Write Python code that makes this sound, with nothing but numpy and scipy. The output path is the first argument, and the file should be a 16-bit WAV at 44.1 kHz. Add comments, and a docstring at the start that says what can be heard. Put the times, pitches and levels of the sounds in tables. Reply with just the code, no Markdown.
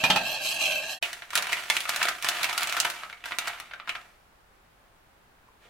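"""Whisk and cake mix, close up

A small kitchen, a stereo pair close over a plastic mixing bowl. A wire whisk knocks three times and
scrapes round in circles, fading out at one second. It settles with a clink, and a plastic bag of cake
mix is shaken empty: the film snaps and crinkles, powder hisses out, the air in the bowl rings along.
Counter and wall answer briefly. At the end, over a quiet hum, a hand moves in the powder."""
import sys
import numpy as np
from scipy import signal
from scipy.fft import rfft, irfft, next_fast_len
from scipy.io import wavfile
from scipy.ndimage import uniform_filter1d

SR = 44100
rng = np.random.default_rng(int(sys.argv[2]) if len(sys.argv) > 2 else 0)


def unload_audio(sound):
    """Save the sound as a 16-bit wav file, at the path given as the first command line argument."""
    columns = np.transpose(np.atleast_2d(sound))
    # keep every value between -1 and 1, then stretch to whole-number steps
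    steps = np.round(np.clip(columns, -1, 1) * 32767)
    wavfile.write(sys.argv[1], SR, steps.astype(np.int16))


N = 251346
TIME = np.arange(N) / SR
HZ = np.fft.rfftfreq(4096, 1 / SR)  # grid of the filter curves

# how alike the two microphones hear the room air, close sources and the tail: frequency_hz, likeness
AIR_LIKENESS = [(60, 1), (130, 0.38), (300, 0.67), (700, 0.046), (3000, 0)]
CLOSE_LIKENESS = [(300, 1), (1300, 0.97), (2600, 0.56), (7000, 0.36)]
TAIL_LIKENESS = [(300, .9), (1200, .65), (3000, .15), (7000, 0)]
# gain added at the right microphone and taken from the left: frequency_hz, gain_db
RIGHT_LEAN = [(1200, 0), (2200, 0.96), (15000, .5)]
# air of the still kitchen: frequency_hz, level_db
AIR_SPECTRUM = [(25, -5), (100, -7.5), (300, -14), (780, -9.5), (1500, -12), (6000, -28.5), (16000, -31)]
# time the kitchen takes to die away by 60 dB: frequency_hz, decay_s
ROOM_DECAY = [(200, 0.5), (1500, 0.31), (5000, 0.11), (14000, 0.098)]

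# the hand leaving the powder: start_s, length_s, level_db
HAND_STROKES = [(5.592, 0.051, -57)]
# soft touches on the bowl: start_s, level_db, pitch_hz
TOUCHES = [(5.487, -55, 1053), (5.655, -58, 466)]

# wires of the settling whisk: pitch_hz, level_db
CLINK_MODES = [(711, -21.5), (1950, -14.5), (2510, -2.5), (2826, -5), (3354, -15)]
# pushes of the whisk along the bowl's wall: start_s, length_s, level_db, relative_treble_db
WHISK_PUSHES = [(-0.02, 0.0093, -30, -16), (0.232, 0.11, -33.5, -8.5), (0.416, 0.1, -33, -1),
                (0.586, 0.07, -28.5, -4), (0.686, 0.047, -31.5, -5), (0.883, 0.041, -42, 4)]
# resonances of the rubbing wires: pitch_hz, width_hz, level_db
WIRE_MODES = [(682, 122, -5.5), (799, 220, -12.5), (1646, 210, -10.5), (2520, 110, -12), (2694, 290, -1.5),
              (3117, 454, -6.5), (3997, 560, -11)]
# thin upper modes of the wires: pitch_hz
UPPER_WIRE_MODES = [4320, 5060, 6100, 7400, 9600, 11560, 12450]
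# the circling whisk climbs and sinks along the wall, taking its resonances along: time_s, shift_hz
CIRCLE_SWING = [(.24, -19.5), (.335, 50.5), (.43, -34.5), (.53, 33.5), (.595, 52), (.69, -51), (.81, -49),
                (.92, 49)]
# rasp of wire on plastic: frequency_hz, level_db
SCRAPE_SPECTRUM = [(60, -23), (200, -9), (450, -12.5), (1100, -0.5), (2050, -14.5), (2700, -2), (8000, -7),
                   (10000, -13), (12500, -8.5), (16000, -35)]
# whisk against bowl: start_s, level_db, relative_treble_db, wire_pitch_hz
WHISK_KNOCKS = [(0.037, -15.5, -11, 2450), (0.1, -14, -10.5, 3146), (0.1582, -17.5, -11, 2583)]
# resonances of the struck bowl: pitch_hz, width_hz, level_db
BOWL_MODES = [(181.6, 21, -10.5), (246, 45, -13.5), (801, 93, -0.5), (1310, 50, -8), (1760, 490, -13.5),
              (2430, 28, -9.5), (2880, 90, -6)]
# clack of the landing wires: frequency_hz, level_db
CLACK_SPECTRUM = [(85, -30.5), (130, -10.5), (210, -11.5), (500, -14.5), (780, 1), (2150, -12), (3300, 3),
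                  (16000, -30.5)]

# air in the bowl under the bag: pitch_hz, width_hz, level_db
CAVITY_MODES = [(176, 31, -4), (715, 70, 0.5), (1326, 75, -0.5)]
# sound of the bag's plastic film: frequency_hz, level_db
FILM_SPECTRUM = [(35, -35), (170, -20), (270, -20.5), (350, -11), (440, -16), (560, -10), (1600, -5.5),
                 (2500, -4), (3700, -9), (5200, -16), (12500, -24), (16000, -32)]
# shakes of the bag: start_s, length_s, crinkle_db, powder_db
BAG_SHAKES = [(1.024, 0.028, -38.5, -41), (1.315, 0.11, -35, -41.5), (1.472, 0.13, -36.5, -41),
              (1.684, 0.057, -35, -35), (1.867, 0.2, -34, -39), (2.211, 0.28, -32.5, -38.5),
              (2.558, 0.32, -36, -40), (2.946, 0.048, -44.5, -64), (3.24, 0.037, -42, -46),
              (3.397, 0.1, -38.5, -46.5), (3.865, 0.042, -50, -52)]
# whole folds giving way: start_s, level_db, relative_treble_db
FOLD_CRUMPLES = [(1.374, -29.5, -1), (2.013, -28.5, -22), (2.083, -28.5, -5.5), (2.282, -41, -2),
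                 (2.619, -33, -7.5), (2.722, -33.5, -4), (2.771, -34, -9.5), (2.847, -28.5, -7.5),
                 (3.472, -33, -5.5), (3.71, -46.5, -27), (3.874, -39.5, -22.5), (3.951, -38.5, -19.5)]
# single buckles of the film: start_s, level_db, relative_treble_db, panel_pitch_hz
FILM_SNAPS = [(1.1309, -35, -1.5, 1760), (1.221, -36.5, -19.5, 1770), (1.3048, -39, -2.5, 1610),
              (1.333, -33, -10, 1180), (1.3543, -22.5, 1.5, 1650), (1.4242, -31.5, 0, 1060),
              (1.4696, -30, -8, 1700), (1.5228, -28, -6.5, 2100), (1.5297, -21, -9, 2100),
              (1.546, -39, -7, 2220), (1.7001, -18, -5, 2200), (1.7669, -21.5, -6, 2850),
              (1.8051, -36, 5, 2630), (1.854, -31, -13, 1310), (1.893, -27, 1.5, 1300),
              (1.943, -39, -14, 1620), (1.9609, -29, 0.5, 1620), (2.0289, -24.5, 0.5, 2550),
              (2.0537, -26.5, -5.5, 560), (2.0703, -28.5, -17, 1950), (2.225, -35.5, 2, 1930),
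              (2.2454, -27.5, -3, 1420), (2.2875, -26, 4.5, 1540), (2.41, -34, -12, 1340),
              (2.4316, -29.5, 3.5, 2190), (2.443, -24, -3, 2210), (2.495, -31, -6, 1320),
              (2.529, -31, -4, 1390), (2.5779, -29.5, 4.5, 1280), (2.608, -32, -3.5, 1330),
              (2.6316, -28.5, 0.5, 1870), (2.6727, -35, 2.5, 1310), (2.696, -35.5, 2.5, 2210),
              (2.7669, -26, -7.5, 1360), (2.8011, -28, 8.5, 6300), (2.901, -35.5, 2.5, 1410),
              (3.034, -34, -17, 1250), (3.098, -39.5, -16, 1400), (3.1276, -37.5, -19, 1880),
              (3.2398, -35.5, -16, 2100), (3.2568, -33, -8.5, 1610), (3.309, -35, -20, 1280),
              (3.3202, -28.5, -23, 1920), (3.3859, -26.5, 0.5, 2620), (3.6, -37, -4, 1190),
              (3.7355, -34.5, -22, 1520), (3.799, -37.5, -34, 1360), (3.8928, -24.5, -15.5, 2840)]


def amp(db):
    """Decibels to gain."""
    return 10 ** (np.asarray(db) / 20)


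def unit(x):
    """Scales to rms 1."""
    return x / np.sqrt(np.mean(x ** 2) + 1e-20)


def read(points, hz):
    """Joins spectrum points on a log-frequency axis."""
    f, value = np.transpose(points)
    return np.interp(np.log(hz + 1), np.log(f + 1), value)


def add(mix, start_s, sound):
    """Mixes a sound in at start_s."""
    part = mix[:, max(round(start_s * SR), 0):][:, :sound.shape[-1]]
    part += sound[..., :part.shape[1]]


def tint(x, db):
    """Minimum-phase filter with the gain db on the grid HZ."""
    log_gain = np.log(amp(np.maximum(db, db.max() - 90)))
    mirrored = np.concatenate([log_gain, log_gain[-2:0:-1]])
    taps = np.fft.ifft(np.exp(np.conj(signal.hilbert(mirrored)))).real
    return signal.fftconvolve(x, taps[None], axes=1)[:, :x.shape[1]]


def noise(count, likeness=CLOSE_LIKENESS):
    """White noise at the two microphones, as alike as asked at each frequency."""
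    size = next_fast_len(count)
    a, b = rfft(rng.standard_normal((2, size)))
    same = read(likeness, np.fft.rfftfreq(size, 1 / SR))
    common, apart = a * np.sqrt((1 + same) / 2), b * np.sqrt((1 - same) / 2)
    return irfft(np.array([common + apart, common - apart]), size)[:, :count]


def split(x, crossover_hz=4500):
    """Body and treble of a sound."""
    return [signal.sosfilt(signal.butter(3, crossover_hz, side, fs=SR, output="sos"), x)
            for side in ("low", "high")]


def at_level(sound, db, treble_db, span_s):
    """Gives body and treble the energy of their levels held for span_s."""
    body, treble = (unit(part) * np.sqrt(span_s * SR / sound.shape[1]) for part in split(sound))
    return amp(db) * (body + amp(treble_db) * treble)


def resonate(x, hz, width_hz):
    """A resonance of gain 1 that can follow a moving frequency."""
    turn = np.exp(2j * np.pi * np.cumsum(hz * np.ones(x.shape[1])) / SR)
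    pole = np.exp(-np.pi * width_hz / SR)
    return 2 * (turn * signal.lfilter([1 - pole], [1, -pole], x / turn + 1e-18)).real


def wander(count, per_s):
    """A random curve gliding through per_s values a second, mostly within 1 of zero."""
    knots = rng.standard_normal(256)
    return np.interp(np.arange(count) / SR * per_s, np.arange(256), knots)


def grains(per_s, spread_db, ring_s, bed):
    """Random tiny bursts of uneven size over a weak even bed, at a steady overall strength."""
    sizes = amp(spread_db * np.minimum(rng.exponential(1, N), 3))
    onsets = rng.random(N) < per_s / SR
    power = signal.lfilter([1], [1, -np.exp(-2 / (ring_s * SR))], onsets * sizes ** 2)
    power = power / power.mean() + bed
    return noise(N) * np.sqrt(power / uniform_filter1d(power, SR // 16))


def stroke(start_s, length_s, rise_s, fall_db_per_s):
    """Envelope of one movement: it rises, holds to the end of its length, then dies away."""
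    t = TIME - start_s
    return np.clip(t / rise_s, 0, 1) * amp(-fall_db_per_s * np.maximum(t - length_s, 0))


def together(gains):
    """Strength of unrelated sounds heard at once."""
    return np.sqrt(sum(g ** 2 for g in gains))


def panel_colour(pitch_hz, lift_db=5, width_share=0.52, thin_db=5):
    """Filter curve of a plastic panel, which stresses its own note and radiates less below it."""
    note_db = lift_db / (1 + (2 * (HZ / pitch_hz - 1) / width_share) ** 2)
    bass_loss_db = thin_db / (1 + (2 * HZ / pitch_hz) ** 4)
    return read(FILM_SPECTRUM, HZ) + note_db - bass_loss_db


def room_tone(air_db=-60, hum_hz=44, hum_db=-73, waver_rad=.8):
    """Steady air all round the microphones, with a faint, deep, wavering hum."""
    air = unit(tint(noise(N, AIR_LIKENESS), read(AIR_SPECTRUM, HZ)))
    hum = unit(np.sin(2 * np.pi * hum_hz * TIME + waver_rad * wander(N, per_s=6.5)))
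    return amp(air_db) * air + amp(hum_db) * hum


def kitchen(direct, early_db, tail_db, early_s=0.012):
    """The direct sound, quick echoes off the nearby counter and wall, then a short diffuse tail."""
    t = TIME[:SR // 2]
    hz, frame_s, spectra = signal.stft(noise(len(t), TAIL_LIKENESS), SR, nperseg=256)
    decay = amp(-60 * frame_s / read(ROOM_DECAY, hz)[:, None])
    tail = signal.istft(spectra * decay, SR, nperseg=256)[1][:, :len(t)]
    tail = unit(tail * np.minimum(t / 0.0047, 1))
    early = unit(noise(len(t)) * np.exp(-t / early_s) * (t > .002))
    echoes = (amp(early_db) * early + amp(tail_db) * tail) / np.sqrt(len(t))
    return direct + signal.fftconvolve(direct, echoes, axes=1)[:, :N]


def hand_in_powder():
    """A hand moves in the powder: a soft hiss, just above the room tone."""
    stirring = together(amp(db) * stroke(start_s, length_s, rise_s=0.069, fall_db_per_s=172.5)
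                        for start_s, length_s, db in HAND_STROKES)
    return stirring * unit(tint(noise(N), read(FILM_SPECTRUM, HZ)))


def bowl_touches(ring_s=0.0053):
    """Dull, short notes of the bowl touched by the hand."""
    out, t = np.zeros((2, N)), TIME[:SR // 10]
    for start_s, db, hz in TOUCHES:
        add(out, start_s, 2 * amp(db) * np.exp(-t / ring_s) * np.sin(2 * np.pi * hz * t))
    return out


def whisk_clink(start_s=1.0258, level_db=-40, t60_s=.07, strike_s=0.01, clack_db=-3):
    """The resting whisk shifts against the bowl: a clack that sets its wires ringing briefly."""
    out, t = np.zeros((2, N)), TIME[:SR // 4]
    blow = noise(len(t)) * np.exp(-t / strike_s)
    width_hz = np.log(1000) / np.pi / t60_s
    ring = sum(amp(db) * resonate(blow, hz, width_hz) for hz, db in CLINK_MODES)
    clack = tint(blow, panel_colour(pitch_hz=2400))
    add(out, start_s, amp(level_db) * (unit(ring) + amp(clack_db) * unit(clack)))
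    return out


def wire_shimmer(slips, width_hz=110, flicker_db=5, bend=0.02):
    """The thin upper modes, each swelling, bending and fading as its wire touches and lifts."""
    out, count = np.zeros_like(slips), slips.shape[1]
    for hz in UPPER_WIRE_MODES:
        swell = amp(read(SCRAPE_SPECTRUM, hz) + flicker_db * wander(count, per_s=22))
        bent_hz = hz * (1 + bend * wander(count, per_s=12))
        out += swell * resonate(slips, bent_hz, width_hz)
    return out


def whisk_scrape(rasp_db=-16, shimmer_db=-8, glide_db=-34, glide_treble_db=-44, gain_db=-1,
                 drift=0.011, flicker_db=3):
    """Stick and slip drives the wires; their resonances swing with each circle round the bowl."""
    count = SR + SR // 10
    # between pushes the wires glide lightly on
    body_gains, treble_gains = [amp(glide_db)], [amp(glide_treble_db)]
    for start_s, length_s, db, treble_db in WHISK_PUSHES:
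        push = amp(db) * stroke(start_s, length_s, rise_s=0.022, fall_db_per_s=158)[:count]
        body_gains.append(push)
        treble_gains.append(push * amp(treble_db))
    force, edge = together(body_gains), together(treble_gains)
    swing_hz = np.interp(TIME[:count], *np.transpose(CIRCLE_SWING))
    slips = grains(per_s=700, spread_db=2.5, ring_s=0.0022, bed=0.37)[:, :count]
    rasp = tint(slips, read(SCRAPE_SPECTRUM, HZ))
    sound = amp(rasp_db) * rasp + amp(shimmer_db) * wire_shimmer(slips)
    for hz, width_hz, mode_db in WIRE_MODES:
        swing_share, bite = (1, -1) if hz < 2000 else (0.98, 1)  # a hard push favours the high modes
        moving_hz = hz * (1 + drift * wander(count, per_s=53)) + swing_share * swing_hz
        contact = amp(mode_db + flicker_db * wander(count, per_s=21.47)) * unit(force) ** bite
        sound += contact * resonate(resonate(slips, moving_hz, width_hz), moving_hz, width_hz)
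    body, treble = split(sound)
    out = np.zeros((2, N))
    add(out, 0, amp(gain_db) * (force * unit(body) + edge * unit(treble)))
    return out


def whisk_knocks(chatter_s=0.015, clack_db=-14, shove_db=4, shove_s=0.00025, wire_db=4):
    """The whisk shoves the wall, a hollow thump; its wires land in a chatter and the bowl rings."""
    out, t = np.zeros((2, N)), TIME[:SR // 4]
    landing = np.minimum(t / .002, 1)
    shove = amp(shove_db) * t / shove_s * np.exp(-t / shove_s)
    for start_s, db, treble_db, wire_hz in WHISK_KNOCKS:
        blow = noise(len(t)) * np.exp(-t / chatter_s) * landing
        bowl = sum(amp(mode_db) * resonate(blow + shove, hz, width) for hz, width, mode_db in BOWL_MODES)
        wire = amp(wire_db) * resonate(blow, wire_hz, width_hz=45)
        clack = amp(clack_db) * tint(blow, read(CLACK_SPECTRUM, HZ))
        add(out, start_s, at_level(bowl + wire + clack, db, treble_db, span_s=0.0091))
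    return out


def bowl_cavity(sound, drift=.02):
    """The air in the bowl rings along with the sound above it, and shifts as the bag swings."""
    swing = 1 + drift * wander(N, per_s=7)
    return sound + sum(amp(db) * resonate(sound, hz * swing, width) for hz, width, db in CAVITY_MODES)


def bag_shakes(crinkle_db=-2, fizz_db=-7, powder_db=-5, held_db=-56, held_until_s=4.024,
               rise_s=0.023, crinkle_fall_db_per_s=102, powder_fall_db_per_s=73):
    """At each shake countless small creases crackle and powder slides down the film."""
    first_s = BAG_SHAKES[0][0]
    # the film creaks faintly as long as the bag is held over the bowl
    held = amp(held_db) * stroke(first_s, held_until_s - first_s, rise_s, crinkle_fall_db_per_s)
    flexes, pours = [held], []
    for start_s, length_s, flex_db, pour_db in BAG_SHAKES:
        flexes.append(amp(flex_db) * stroke(start_s, length_s, rise_s, crinkle_fall_db_per_s))
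        pours.append(amp(pour_db) * stroke(start_s, length_s, rise_s, powder_fall_db_per_s))
    creases = sum(tint(grains(per_s=70, spread_db=2.5, ring_s=0.0051, bed=0.15), panel_colour(hz))
                  for hz in (1150, 1700, 2450))
    body, fizz = split(creases)
    _, hiss = split(tint(noise(N), read(FILM_SPECTRUM, HZ)))
    crinkle = amp(crinkle_db) * unit(body)
    powder = amp(fizz_db) * unit(fizz) + amp(powder_db) * unit(hiss)
    return together(flexes) * crinkle + together(pours) * powder


def bag_crumples(pitch_hz=1500, swell_s=0.0028, uneven_db=5, gain_db=-1):
    """A fold collapses in a quick, uneven run of small buckles that swells and dies."""
    out, t = np.zeros((2, N)), TIME[:SR // 10]
    swell = np.sqrt(t / swell_s) * np.exp(-t / swell_s / 2)
    colour = panel_colour(pitch_hz, width_share=.8)
    for start_s, db, treble_db in FOLD_CRUMPLES:
        buckles = noise(len(t)) * swell * amp(uneven_db * wander(len(t), per_s=970))
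        add(out, start_s, at_level(tint(buckles, colour), db + gain_db, treble_db, span_s=0.038))
    return out


def bag_snaps(tick_gain=2.13, typical_db=-26, tick_s=0.00023, ring_s=0.0053, shiver_db=-6,
              gain_db=1, treble_lift_db=1):
    """A crease pops through with a tick, then the panel shivers on its note for a few milliseconds."""
    out, t = np.zeros((2, N)), TIME[:SR // 16]
    for start_s, db, treble_db, pitch_hz in FILM_SNAPS:
        hardness = tick_gain * amp(treble_db / 2 + (db - typical_db) / 4)  # harder if bright or loud
        envelope = hardness * np.exp(-t / tick_s) + np.exp(-t / ring_s)
        pop = tint(noise(len(t)) * envelope, panel_colour(pitch_hz))
        shiver = amp(shiver_db) * resonate(pop, pitch_hz, width_hz=220)
        add(out, start_s, at_level(pop + shiver, db + gain_db, treble_db + treble_lift_db, span_s=0.005))
    return out


def scene():
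    """Whisk, then bag, close up in the kitchen; their treble leans to the right microphone."""
    whisk = kitchen(whisk_knocks() + whisk_scrape(), early_db=-7, tail_db=-9.5) * (TIME < 1)
    over_bowl = bowl_cavity(bag_snaps() + bag_crumples() + bag_shakes() + hand_in_powder())
    pouring = kitchen(over_bowl + whisk_clink() + bowl_touches(), early_db=-8, tail_db=-8)
    lean = amp(np.array([[-1], [1]]) * read(RIGHT_LEAN, np.fft.rfftfreq(N, 1 / SR)))
    return irfft(rfft(whisk + pouring) * lean, N) + room_tone()


def record(dry, ceiling=.8, band_limit_hz=16200):
    """A brief fade to silence between the two actions, rounding of the highest peaks, a band limit."""
    fade = np.interp(TIME, [.93, .99, 1.012, 1.022], [1, 0, 0, 1])
    rounded = ceiling * np.tanh(dry * fade / ceiling)
    lowpass = signal.firwin(511, band_limit_hz, window=("kaiser", 9), fs=SR)
    return signal.oaconvolve(rounded, lowpass[None], "same")


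dry = scene()
out = record(dry)
unload_audio(out)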